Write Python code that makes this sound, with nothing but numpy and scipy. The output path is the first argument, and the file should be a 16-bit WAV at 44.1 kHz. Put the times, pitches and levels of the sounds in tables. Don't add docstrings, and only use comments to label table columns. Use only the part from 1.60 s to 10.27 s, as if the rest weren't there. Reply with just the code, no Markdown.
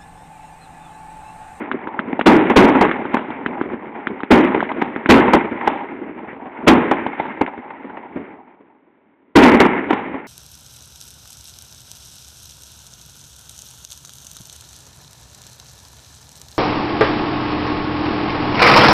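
import sys
import numpy as np
from scipy import signal
from scipy.fft import rfft, irfft
from scipy.io import wavfile
from scipy.ndimage import uniform_filter1d

SR = 44100
rng = np.random.default_rng(int(sys.argv[2]) if len(sys.argv) > 2 else 0)


def generate_wav(signal):
    frames = np.transpose(np.atleast_2d(signal))
    scaled = np.clip(frames, -1, 1) * 32767
    pcm = np.round(scaled).astype(np.int16)
    wavfile.write(sys.argv[1], SR, pcm)


N = 382347


# time in seconds, swarm level in dB, swarm t60 in seconds, crack level in dB,
# crack t60 in seconds, near wall echo in dB, its t60 in seconds, far wall echo in dB.
SHELLS = [(0.659, 2.5, 0.64, 6.5, 0.04, -3.5, 0.16, -8.5), (0.96, 4, 0.68, 5, 0.084, 1, 0.21, -5),
          (2.706, 2, 0.56, -2.5, 0.044, -2.5, 0.052, -8.5), (3.49, 4, 0.62, 4.5, 0.18, 2.5, 0.19, -3),
          (5.069, 0.5, 0.6, 8.5, 0.098, 0.7, 0.078, -8.5), (7.756, 7, 0.41, 8, 0.03, 4.9, 0.17, -4),
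          (7.824, 2, 0.63, 4.5, 0.076, -3.5, 0.11, -5.5)]
# near wall delay in seconds, far wall delay in seconds.
ECHO_DELAYS = [(.238, .589), (.249, .58), (.238, .509), (.242, .583), (.242, .527), (.245, .548),
               (.226, .504)]


def from_db(db):
    return 10 ** (np.asarray(db) / 20)


def drift(rate_hz):
    r = np.exp(-2 * np.pi * rate_hz / SR)
    noise = rng.standard_normal(N + SR)
    slow = signal.lfilter([1], [1, -2 * r, r * r], noise)[SR:]
    return slow / slow.std()


def add_arrival(power, start_s, level_db, rise_s, t60_s):
    start = round(start_s * SR)
    t = np.arange(min(N - start, 2 * SR)) / SR
    rise = np.minimum(t / rise_s, 1) ** 2
    decay = from_db(-60 * np.maximum(t - rise_s, 0) / t60_s)
    gain = np.reshape(from_db(level_db), (-1, 1))
    power[:, start:start + len(t)] += (gain * rise * decay) ** 2


def band_responses(size=4096):
    # frequency in Hz, relative level in dB.
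    colour = np.array([(30, -39.5), (70, -19.5), (125, -18.5), (165, -11.5), (205, -4.5), (255, 0.5),
                       (370, -2), (530, -10.5), (690, -9.5), (810, -1), (945, -3.5), (1200, -18),
                       (1550, -20.5), (2150, -17), (2500, -26), (3000, -30), (3600, -36), (4300, -47),
                       (5000, -66)])
    low, middle, high = [600, 1300, 2700]
    hz = np.maximum(np.fft.rfftfreq(size, 1 / SR), 1)
    level_db = np.interp(np.log(hz), np.log(colour[:, 0]), colour[:, 1])
    cepstrum = irfft(np.log(from_db(level_db)))
    cepstrum[1:size // 2] *= 2
    cepstrum[size // 2 + 1:] = 0
    whole = irfft(np.exp(rfft(cepstrum)))
    bands = [(low, "low"), ([low, middle], "band"), ([middle, high], "band"), (high, "high")]
    responses = []
    for edge, kind in bands:
        part = signal.sosfilt(signal.butter(3, edge, kind, fs=SR, output="sos"), whole)
        responses.append(part / np.linalg.norm(part))
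    return responses


def echo_grain():
    grain = rng.standard_normal(N) * from_db(1.5 * drift(250))
    return grain / grain.std()


def night_hum():
    hum_db = [-58, -61, -67, -80.5]
    return from_db(np.c_[hum_db]) ** 2


def faint_slaps():
    per_s, level_db, spread_db = 9, 3, 4
    t60_s, rise_s = 0.074, 0.017
    happens = rng.random(N) < per_s / SR
    hits = happens * from_db(level_db + spread_db * rng.standard_normal((4, N))) ** 2
    fading = signal.lfilter([1], [1, -from_db(-120 / (t60_s * SR))], hits + 1e-18)
    return uniform_filter1d(fading, size=round(rise_s * SR))


def roll():
    # time in seconds, level in dB, brightness in dB.
    rumble = [(0.0, -33, 2), (0.41, -28, -4), (0.62, -36, 1.5), (1.602, -33.5, 2), (2.03, -27.5, -2.5),
              (2.411, -32, -0.5), (2.68, -40, 2.4), (3.399, -40.5, 6), (3.95, -39, 8.5), (4.35, -31.5, -1),
              (4.52, -30.5, -11), (4.6, -38, 2.5), (4.75, -35, -1), (5.05, -32.5, -2.5), (5.7, -40, 4.5),
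              (6.08, -42.5, 4), (6.599, -40, 0.2), (6.71, -39, -1.6), (6.851, -51, 1), (6.92, -59, 8.5),
              (6.97, -54, -2), (7.25, -56, -5), (7.701, -71.5, -0.3), (8.67, -41, 2.5)]
    rumble_db = [-2.4, -1, -8.5, -28.5]
    brightens = [0.71, 1.1, 1.4, 1.6]
    # level of the four bands in dB against the swarm, then their t60 in seconds.
    wash_db = [-27.5, -28.5, -28.5, -50]
    wash_t60_s = [2.84, 2.83, 2.04, 1.9]
    wash_rise_s = 0.13

    times, levels_db, brights_db = np.transpose(rumble)
    clock = np.arange(N) / SR
    level_db = np.interp(clock, times, levels_db)
    bright_db = np.interp(clock, times, brights_db)
    power = from_db(level_db + np.outer(brightens, bright_db) + np.c_[rumble_db]) ** 2
    for s, swarm_db, *_ in SHELLS:
        for band in range(4):
            add_arrival(power[band:band + 1], s, swarm_db + wash_db[band], wash_rise_s, wash_t60_s[band])

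    faint = faint_slaps()
    together_db = 1.3 * drift(7) + 0.8 * drift(45)
    lumps = [from_db(together_db + 1.3 * drift(17) + 1.5 * drift(6.4)) ** 2 for _ in power]
    return power * (np.array(lumps) + faint)


def slaps():
    # time in seconds, low level in dB, upper level in dB, t60 in seconds.
    slap_rows = [(0.033, -29, -28, .06), (0.139, -17.5, -38, 0.1), (0.479, -23, -30, 0.46),
                 (0.527, -16.5, -15.5, 0.026), (1.15, -12, -13, 0.36), (1.681, -29, -28, .08),
                 (1.889, -17, -33, 0.059), (2.131, -23.5, -33, .16), (2.497, -21, -32.5, 0.27),
                 (2.775, -8.5, -22, .15), (2.959, -10.5, -19, 0.12), (3.089, -41, -16.5, 0.078),
                 (3.143, -31, -30, 0.037), (3.27, -24, -29.5, .2), (3.678, -8, -7.5, 0.039),
                 (3.844, -33, -25, 0.036), (4.008, -38, -19.5, .06), (4.415, -24.5, -34, .092),
                 (4.588, -35, -28.5, 0.064), (4.67, -26, -43, 0.15), (4.728, -24.5, -30, .077),
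                 (5.028, -20, -34, 0.18), (5.174, -11, -17, 0.052), (5.347, -22, -35, 0.036),
                 (5.531, -38.5, -22, 0.059), (5.652, -27, -25.5, 0.11), (5.809, -8.5, -11, 0.096),
                 (5.874, -29, -21, .08), (5.974, -25.5, -30.5, 0.098), (6.103, -32, -24, 0.059),
                 (6.24, -29.5, -36, 0.23), (6.295, -34.5, -29.5, 0.085), (6.368, -30, -26, 0.08),
                 (6.556, -23, -31, 0.33), (7.003, -41.5, -49, 0.14), (7.945, -5.5, -17.5, .15),
                 (8.151, -28, -23, 0.074), (8.538, -24, -23.5, 0.13)]
    high_db, top_db = [-8, -24.5]
    power = np.zeros((4, N))
    for s, low_db, upper_db, t60_s in slap_rows:
        levels_db = [low_db, upper_db, upper_db + high_db, upper_db + top_db]
        add_arrival(power, s - .002, levels_db, .004, t60_s)
    return power


def pops(low_response):
    # time in seconds, snap peak in dB, snap pitch in Hz,
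    # thump peak in dB.
    pop_rows = [(0.1152, -4.5, 1350, -33), (0.2727, -14, 1360, -18), (0.3922, -3, 1480, -16),
                (0.594, -3.5, 700, -17), (0.6118, -4, 1550, -9.5), (1.3137, -4, 1510, -15),
                (1.4538, -15, 1230, -12.5), (1.5695, -7, 1300, -13), (1.7046, -13.5, 720, -15),
                (1.8622, -4, 1470, -14), (2.0128, -9.5, 1330, -8.5), (2.4713, -3.5, 1630, -24),
                (2.6052, -14.5, 1290, -30), (2.6339, -11, 1660, -13), (3.0057, -4.5, 1490, -30.5),
                (3.0282, -4.5, 750, -13), (3.1167, -8.5, 833, -19), (3.222, -5.5, 1590, -7.5),
                (3.3619, -11.5, 1645, -12.5), (3.46, -3.5, 1690, -13), (5.4654, -6, 740, -10),
                (5.813, -14, 610, -9), (5.8643, -12, 1930, -31)]
    tail_db = [-17, -19.5, -18, -23.5]
    snap_swings = .8
    snaps, thumps, tails = np.zeros(N), np.zeros(N), np.zeros((4, N))
    t = np.arange(-200, 201) / SR
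    for s, snap_db, hz, thump_db in pop_rows:
        at = round(s * SR)
        swing = np.cos(2 * np.pi * hz * t)
        fade = np.exp(-(hz * t / snap_swings) ** 2)
        snaps[at - 200:at + 201] -= from_db(snap_db) * swing * fade
        thumps[at] = -from_db(thump_db) / np.abs(low_response).max()
        add_arrival(tails, s - .002, np.add(snap_db, tail_db), .002, .05)
    return snaps + signal.fftconvolve(thumps, low_response)[:N], tails


def wall_echoes():
    near_share_db = [-6, -6, -13, -24.5]
    far_share_db = [-8.5, -4, -10.5, -21]
    near_rise_s, far_rise_s, far_t60_s = 0.0033, 0.0034, 0.056
    near_streets_db, near_streets_t60_s = -18, 0.17
    far_streets_db, far_streets_t60_s = -15, .5
    lead_db, lead_s = -13.5, 0.045
    power = np.zeros((4, N))
    for (s, *_, near_db, near_t60_s, far_db), (near_s, far_s) in zip(SHELLS, ECHO_DELAYS):
        near = np.add(near_db, near_share_db)
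        far = np.add(far_db, far_share_db)
        add_arrival(power, s + near_s - .002, near, near_rise_s, near_t60_s)
        add_arrival(power, s + near_s, near + near_streets_db, .03, near_streets_t60_s)
        add_arrival(power, s + far_s - .002, far, far_rise_s, far_t60_s)
        add_arrival(power, s + far_s, far + far_streets_db, .03, far_streets_t60_s)
        add_arrival(power, s + far_s - lead_s, far + lead_db, lead_s, far_t60_s)
    return power


def wall_fronts(responses):
    front_db = [-7.5, -3.5]
    lag_s = .004
    knocks = np.zeros(N)
    for (s, *_, near_db, _, far_db), delays in zip(SHELLS, ECHO_DELAYS):
        at = ((s + np.array(delays) + lag_s) * SR).astype(int)
        knocks[at] = -from_db([near_db, far_db])
    shape = sum(from_db(db) * h / np.abs(h).max() for db, h in zip(front_db, responses))
    return signal.fftconvolve(knocks, shape)[:N]


def bursts():
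    swarm_share_db = [-4.5, -7, -14, -25]
    crack_share_db = [-4, -6.5, -8, -13]
    power = np.zeros((4, N))
    for s, swarm_db, swarm_t60_s, crack_db, crack_t60_s, *_ in SHELLS:
        add_arrival(power, s - .006, np.add(swarm_db, swarm_share_db), .010, swarm_t60_s)
        add_arrival(power, s - .004, np.add(crack_db, crack_share_db), .017, crack_t60_s)
    lumps = from_db(0.42 * drift(40)) ** 2
    return power * lumps


def scene():
    responses = band_responses()
    clean_pops, pop_tails = pops(responses[0])
    power = night_hum() + roll() + slaps() + pop_tails + wall_echoes() + bursts()
    pressure = np.sqrt(power) * echo_grain()
    smeared = sum(signal.fftconvolve(p, h)[:N] for p, h in zip(pressure, responses))
    return (smeared + clean_pops + wall_fronts(responses))[None]


def record(dry):
    overload, cutoff_hz = .71, 16700
    narrow = signal.sosfilt(signal.cheby2(10, 60, 5050, fs=SR, output="sos"), dry)
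    clipped = np.clip(narrow, -overload, overload)
    settled = signal.sosfilt(signal.butter(1, 5, "high", fs=SR, output="sos"), clipped)
    return signal.sosfilt(signal.cheby2(12, 70, cutoff_hz, fs=SR, output="sos"), settled)


dry = scene()
out = record(dry)
generate_wav(out)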